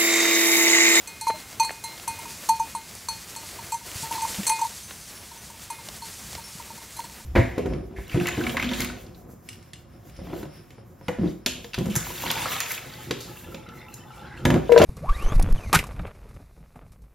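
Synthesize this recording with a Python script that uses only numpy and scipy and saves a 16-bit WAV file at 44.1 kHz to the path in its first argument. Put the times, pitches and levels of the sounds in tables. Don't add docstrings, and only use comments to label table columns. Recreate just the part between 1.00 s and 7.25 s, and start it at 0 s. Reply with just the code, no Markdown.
import sys
import numpy as np
from scipy import signal
from scipy.fft import rfft, irfft
from scipy.io import wavfile

SR = 44100
rng = np.random.default_rng(int(sys.argv[2]) if len(sys.argv) > 2 else 0)


def master(y):
    cut = np.clip(np.atleast_2d(y).T, -1, 1)
    pcm = np.round(cut * 32767)
    wavfile.write(sys.argv[1], SR, pcm.astype(np.int16))


N = 275625
TIME_S = np.arange(N) / SR
AGE_S = TIME_S[:SR]


def from_db(db):
    return 10 ** (np.asarray(db) / 20)


def rms_one(x):
    return x / np.sqrt(np.mean(x ** 2) + 1e-20)


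def add(out, t_s, sound):
    at = max(round(t_s * SR), 0)
    out[at:at + len(sound)] += sound[:max(len(out) - at, 0)]


def fade(t60_s):
    return np.exp(-np.log(1000) * AGE_S / t60_s)


def ring(hz, t60_s):
    return fade(t60_s) * np.sin(2 * np.pi * (hz * AGE_S + rng.random()))


def band(x, low_hz, high_hz):
    return signal.sosfilt(signal.butter(2, [low_hz, high_hz], "band", fs=SR, output="sos"), x)


def burst(low_hz, high_hz, t60_s):
    noise = rng.standard_normal(len(AGE_S))
    return rms_one(band(noise, low_hz, high_hz)) * fade(t60_s)


def coloured(x, spectrum):
    hz, db = np.transpose(spectrum)
    bin_hz = np.maximum(np.fft.rfftfreq(N, 1 / SR), 1)
    shape = from_db(np.interp(np.log(bin_hz), np.log(hz), db))
    low_cut = 1 / np.hypot(1, (hz[0] / bin_hz) ** 2)
    return rms_one(irfft(rfft(x) * shape * low_cut, N))


def drift(points_per_s):
    points = rng.standard_normal(4000)
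    return rms_one(np.interp(TIME_S * points_per_s, np.arange(len(points)), points))


def rustle(spectrum, touches_per_s, grain_db, size_db, patchy_db):
    touch_rate = touches_per_s * from_db(5 * drift(25))
    touches = rng.random(N) < touch_rate / SR
    sizes = from_db(size_db * np.minimum(rng.exponential(1, N), 4))
    ticks = touches * rng.standard_normal(N) * sizes
    grains = signal.fftconvolve(ticks, burst(310, 19845, t60_s=0.0047))[:N]
    mix = rng.standard_normal(N) + from_db(grain_db) * rms_one(grains)
    return coloured(mix, spectrum) * from_db(patchy_db * drift(30))


# t/s, leaf swish level/dB, stalk rustle level/dB
FLOCK_PUSH = [(0.0, -47, -45), (0.12, -51, -46), (0.21, -46.5, -51.5), (0.57, -46, -46), (0.87, -47, -48.5),
              (1.04, -45, -44.5), (1.44, -42.5, -47), (1.6, -45.5, -48), (1.84, -47, -49), (2.52, -42, -45),
              (2.82, -45, -49), (2.98, -36.5, -41), (3.12, -37.5, -42), (3.19, -36.5, -40.5),
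              (3.45, -38, -41), (3.57, -39, -46), (3.86, -44, -48.5), (4.21, -47, -48.5),
              (4.67, -47.5, -48.5), (4.92, -46, -47), (5.08, -41, -49), (5.26, -43, -47),
              (6.13, -48.5, -48.5), (6.25, -50.5, -49)]
# f/Hz, relative level/dB per Hz
LEAF_SPECTRUM = [(1500, -4), (3500, -4), (5500, 0), (7500, 1), (10000, -3.5), (13000, -7), (15500, -18)]
# f/Hz, relative level/dB per Hz
STALK_SPECTRUM = [(150, -2), (300, 5), (500, 2.5), (800, 1.5), (1400, 0.5), (2500, -2), (4000, -4.5),
                  (8000, -7.5)]
# f/Hz, relative level/dB per Hz
TREAD_SPECTRUM = [(20, -32), (35, -6), (60, 3.5), (100, 4), (150, -1), (210, 1), (300, -21), (700, -35)]
LEAF_TRIM_DB, STALK_TRIM_DB = -0.5, 1.5
TREAD_DB, TREAD_DB_PER_S = -50.5, -0.17
TREAD_FOLLOW = 0.27


def undergrowth():
    t_s, *columns = np.transpose(FLOCK_PUSH)
    swish_db, stalk_db = [np.interp(TIME_S, t_s, c) for c in columns]
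    tread_db = TREAD_DB + TREAD_DB_PER_S * TIME_S + TREAD_FOLLOW * (swish_db - swish_db.mean())
    leaves = rustle(LEAF_SPECTRUM, touches_per_s=970, grain_db=-6.5, size_db=0.5, patchy_db=1.76)
    stalks = rustle(STALK_SPECTRUM, touches_per_s=360, grain_db=-8.0, size_db=5.0, patchy_db=1.9)
    tread = coloured(rng.standard_normal(N), TREAD_SPECTRUM) * from_db(2.0 * drift(20))
    leaves = from_db(LEAF_TRIM_DB + swish_db) * leaves
    stalks = from_db(STALK_TRIM_DB + stalk_db) * stalks
    return leaves + stalks + from_db(tread_db) * tread


# t/s, lower partial f/Hz, level/dB, upper partial f/Hz, level/dB
FAR_BELL_NOTES = [(3.832, 6185, -42.5, 9400, -44.5), (3.92, 5500, -56, 9700, -50),
                  (4.0, 6185, -51, 9230, -48), (4.154, 5500, -48, 9850, -44), (4.375, 6050, -47, 9100, -49),
                  (4.74, 6000, -63.5, 9800, -48), (4.96, 5400, -54, 9800, -48),
                  (5.441, 5430, -42, 9750, -45)]


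def far_bells(t60_s=0.48):
    out = np.zeros(N)
    for t_s, lower_hz, lower_db, upper_hz, upper_db in FAR_BELL_NOTES:
        lower = from_db(lower_db) * ring(lower_hz, t60_s)
        upper = from_db(upper_db) * ring(upper_hz, t60_s)
        add(out, t_s, lower + upper)
    return out


# t/s, level/dB before crack and knock offsets, centre f/Hz
TWIG_SNAPS = [(0.3002, -22, 1300), (0.3051, -22, 1250), (.401, -32.5, 4500), (0.5275, -35, 3020),
              (.6938, -25, 1560), (0.7064, -25.5, 1600), (.978, -29, 2960), (.997, -30.5, 3800),
              (1.9512, -30, 7000), (3.2089, -28.5, 2980), (3.5313, -39, 3550), (3.909, -27.5, 2320),
              (4.8871, -26.5, 5000), (5.3296, -31, 3400), (5.3513, -25.5, 3650)]
TWIG_HZ, KNOCK_DB_PER_OCTAVE = 1510, -3


def twig_snaps(width_ratio=1.64, crack_db=-2.0, knock_db=-4.0):
    out = np.zeros(N)
    for t_s, db, hz in TWIG_SNAPS:
        crack = burst(hz / width_ratio, hz * width_ratio, t60_s=0.018)
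        add(out, t_s, from_db(db + crack_db) * crack)
        octaves_up = max(np.log2(hz / TWIG_HZ), 0)
        knock_gain = from_db(db + knock_db + KNOCK_DB_PER_OCTAVE * octaves_up)
        add(out, t_s, knock_gain * burst(310, 1020, t60_s=0.024))
    return out


# t/s, level/dB, f/Hz, swell/s
HOOF_THUDS = [(.333, -37, 620, 0.015), (.565, -40, 101, 0.016), (1.148, -43.5, 96, 0.02),
              (2.951, -33, 106, .009), (3.022, -32, 141, 0.013), (3.377, -27, 198, 0.02),
              (5.346, -39, 81, 0.017), (5.55, -38, 186, .0054)]


def hoof_thuds(crumble_db=-6.5):
    out = np.zeros(N)
    for t_s, db, hz, swell_s in HOOF_THUDS:
        push = (AGE_S / swell_s * np.exp(1 - AGE_S / swell_s)) ** 3
        cycles = np.sin(2 * np.pi * hz * AGE_S)
        crumble = from_db(crumble_db) * burst(70, 188, t60_s=1)
        add(out, t_s, from_db(db) * push * (cycles + crumble))
    return out


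AIR_HZ = 894


def air_tone(swell_s, t60_s, press_hz_s=1.3, bend_hz=76.0, settle_s=0.007, waver_hz=5.4,
             tock_hz=1020, tock_db=-4.0):
    envelope = (1 - np.exp(-(AGE_S / swell_s) ** 1.76)) * fade(t60_s)
    abruptness = 1 / (1 + (swell_s / 0.005) ** 2)
    hz = AIR_HZ + press_hz_s / t60_s + waver_hz * drift(72)[:len(AGE_S)]
    hz = hz + abruptness * bend_hz * np.exp(-AGE_S / settle_s)
    cycles = np.cumsum(hz) / SR + rng.random()
    note = envelope / envelope.max() * np.sin(2 * np.pi * cycles)
    return note + abruptness * from_db(tock_db) * ring(tock_hz, t60_s=0.047)


def minor_modes(count, t60_s):
    hz = np.exp(rng.uniform(np.log(5500), np.log(12000), (count, 1)))
    brief_s = AGE_S[AGE_S < t60_s]
    modes = np.sin(2 * np.pi * (hz * brief_s + rng.random((count, 1))))
    crowd = modes.sum(axis=0) / np.sqrt(count)
    return np.pad(crowd, (0, len(AGE_S) - len(brief_s))) * fade(t60_s)


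# f/Hz, relative level/dB, t60/s
HIGH_WALL_MODES = [(6152, -8, .14), (6435, -12, .11), (6880, -18, .08), (7610, -11, .12), (7840, -13, .07),
                   (7998, -11, .13), (8160, -16, .08), (8830, -17, .08), (8908, -9, .12), (9100, -13, .11),
                   (9343, -9, .11), (9790, -11, .13), (10420, -16, .11), (10775, -12, .11),
                   (11140, -14, .11), (11680, -15, .1), (12050, -17, .09), (13105, -15, .08),
                   (13500, -18, .07), (14230, -18, .08)]


def clink(favoured_hz, favour_db=6.5, reach=0.08, scatter_db=3.5, modes_db=-2.0, minor_db=-3.0,
          scrape_db=2.5, tick_db=-12.0, rebound_db=1.0):
    sound = from_db(scrape_db) * burst(5860, 8100, t60_s=0.014)
    sound += from_db(tick_db) * burst(790, 5000, t60_s=0.069)
    sound += from_db(minor_db) * minor_modes(count=24, t60_s=0.02)
    for hz, db, t60_s in HIGH_WALL_MODES:
        nearness = 1 / (1 + (np.log(hz / favoured_hz) / reach) ** 2)
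        mode_db = modes_db + db + favour_db * nearness + scatter_db * rng.standard_normal()
        sound += from_db(mode_db) * ring(hz, t60_s)
    add(sound, rng.uniform(0.0017, 0.0047), from_db(rebound_db) * minor_modes(count=40, t60_s=0.023))
    return sound * (1 - np.exp(-AGE_S / 0.0011))


# t/s, air tone base t60/s
AIR_SUSTAIN = [(0, 0.11), (1.5, 0.17), (2.7, 0.078), (3.2, 0.27), (3.5, 0.21), (3.65, 0.057), (4.7, .12),
               (6.25, 0.051)]
# lower f/Hz, t60/s, upper f/Hz, t60/s
WALL_MODE_PAIRS = [(2121, .9, 2482, .8), (4114, .42, 4350, .24)]
LOW_LEAN_DB = -2
SPOT_HZ, SPOT_OCTAVE_DB = 9130, 41
CLEAN_HIT_DB, SUSTAIN_DOUBLING_DB = -18.5, 28


def strike(t_s, air_db, swell_s, low_db, high_db, lean_db, clink_db):
    base_t60_s = max(np.interp(t_s, *np.transpose(AIR_SUSTAIN)), .01)
    air_t60_s = base_t60_s * 2 ** ((high_db - air_db - CLEAN_HIT_DB) / SUSTAIN_DOUBLING_DB)
    body = from_db(air_db) * air_tone(max(swell_s, 1e-4), air_t60_s)
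    spots_rad = np.arctan(from_db([lean_db + LOW_LEAN_DB, lean_db]))
    for db, spot_rad, pair in zip((low_db, high_db), spots_rad, WALL_MODE_PAIRS):
        lower_hz, lower_t60_s, upper_hz, upper_t60_s = pair
        lower = np.cos(spot_rad) * ring(lower_hz, lower_t60_s)
        upper = np.sin(spot_rad) * ring(upper_hz, upper_t60_s)
        body += from_db(db) * (lower + upper)
    favoured_hz = SPOT_HZ * 2 ** (-lean_db / SPOT_OCTAVE_DB)
    return body, from_db(clink_db) * clink(favoured_hz)


# t/s, air tone level/dB, its swell/s, low wall pair level/dB, high wall pair level/dB,
# lean to the upper mode of the high pair/dB, clink level/dB
CLAPPER_STRIKES = [(0.073, -45, 0.0054, -41, -39.5, 6, -33.5), (.21, -31, 0.0096, -45, -34.5, 3, -30.5),
                   (0.269, -17, 0.003, -36, -36, -3, -37), (.279, -17, 0.011, -41.5, -32, -6, -30),
                   (.598, -12.5, 0.0056, -28.5, -23.5, 26, -22.5), (.63, -26, 0.003, -36, -26.5, 0, -35),
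                   (0.647, -26.5, 0.0032, -39, -26.5, 10, -29.5),
                   (.711, -40.5, 0.0099, -43.5, -43, 10, -40),
                   (.839, -31.5, 0.0033, -41.5, -34.5, -10, -32), (1.077, -22.5, .002, -38, -36, 6.5, -27),
                   (1.187, -33.5, .0008, -46, -50.5, -4, -41), (1.255, -35.5, 0.00064, -46.5, -59, 18, -42),
                   (1.489, -10.5, 0.0058, -42, -27, 13, -21), (1.596, -16, 0.0062, -44, -45.5, 22, -34.5),
                   (1.75, -23.5, 0.0012, -47, -42.5, -1, -35), (2.086, -27.5, 0.00027, -46, -26, 17, -26.5),
                   (2.361, -36, .004, -52, -38, 12, -35), (2.586, -33.5, 0.0034, -54, -47, 7, -45),
                   (2.72, -22, 0.0065, -41, -37.5, 14, -30.5), (2.741, -22, 0.0056, -51, -52, -4, -35),
                   (3.025, -31.5, 0.009, -64, -40, 6, -37), (3.11, -22, 0.0023, -52, -72, -8, -35),
                   (3.148, -28, 0.0033, -55, -41, -6, -52), (3.18, -26.5, 0.0011, -54, -43, 12, -52),
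                   (3.218, -21, 0.0073, -41.5, -44, 6, -32), (3.25, -24.5, 0.0012, -46, -78, -12, -49),
                   (3.282, -39, 0.0045, -56, -40, 10, -55), (3.467, -34, .001, -36, -25, 11, -20),
                   (3.477, -29.5, 0.0023, -49, -29.5, 5, -21.5),
                   (3.494, -16.5, 0.0054, -32.5, -34, 4, -19.5), (3.518, -21.5, 0.0044, -32, -31.5, 7, -31),
                   (3.591, -26, 0.0027, -42, -54, 16, -35), (3.613, -16, 0.0097, -47, -39, 11, -32),
                   (3.646, -20.5, 0.0077, -57, -45, 5, -36), (4.312, -40, 0.0021, -63, -52, 5, -58),
                   (4.499, -43, 0.0021, -63, -61, 3, -45), (4.701, -28, .0038, -44, -44.5, 3, -33.5),
                   (4.786, -40.5, 0.0045, -50.5, -60, -16, -60), (5.021, -33, 0.0034, -64, -39.5, 12, -48),
                   (5.377, -35.5, 0.0061, -57, -48, 2, -44), (5.415, -60, .003, -54.5, -48, 5, -52),
                   (5.598, -35, 0.0019, -65, -57, 12, -56), (5.7, -36, 0.0071, -65, -55, 20, -54),
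                   (5.777, -39, .002, -54, -55, -12, -46), (5.966, -43, 0.0034, -58, -42.5, -12, -38),
                   (5.989, -25, 0.0044, -58, -43, 4, -36.5), (6.04, -36, .003, -66, -47, 10, -43),
                   (6.198, -42, 0.004, -65, -59, 7.5, -53)]


def near_bell(choke_t60_s=0.073):
    out = np.zeros(N)
    next_touch_s = [row[0] for row in CLAPPER_STRIKES[1:]] + [np.inf]
    for (t_s, *blow), until_s in zip(CLAPPER_STRIKES, next_touch_s):
        body, top = strike(t_s, *blow)
        choked_for_s = np.maximum(t_s + AGE_S - until_s, 0)
        choke = np.exp(-np.log(1000) * choked_for_s / choke_t60_s)
        add(out, t_s, body * choke + top)
    return out


FALL_BACK_S, FALL_BACK_SPREAD = .06, .25
FALL_BACK_DB, FALL_BACK_SWELL_S, FALL_BACK_T60_S = -47, 0.0032, 0.13


def fall_backs(spread_db=3.0):
    out = np.zeros(N)
    times_s = [row[0] for row in CLAPPER_STRIKES]
    for t_s, pause_s in zip(times_s, np.diff(times_s, append=np.inf)):
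        if pause_s > 2 * FALL_BACK_S:
            delay_s = FALL_BACK_S * np.exp(FALL_BACK_SPREAD * rng.standard_normal())
            db = FALL_BACK_DB + spread_db * rng.standard_normal()
            add(out, t_s + delay_s, from_db(db) * air_tone(FALL_BACK_SWELL_S, FALL_BACK_T60_S))
    return out


def scene():
    mono = undergrowth() + far_bells() + twig_snaps() + hoof_thuds() + near_bell() + fall_backs()
    return np.stack([mono, mono])


def record(dry):
    return signal.sosfilt(signal.ellip(10, .1, 80, 15600, fs=SR, output="sos"), dry)


dry = scene()
out = record(dry)
master(out)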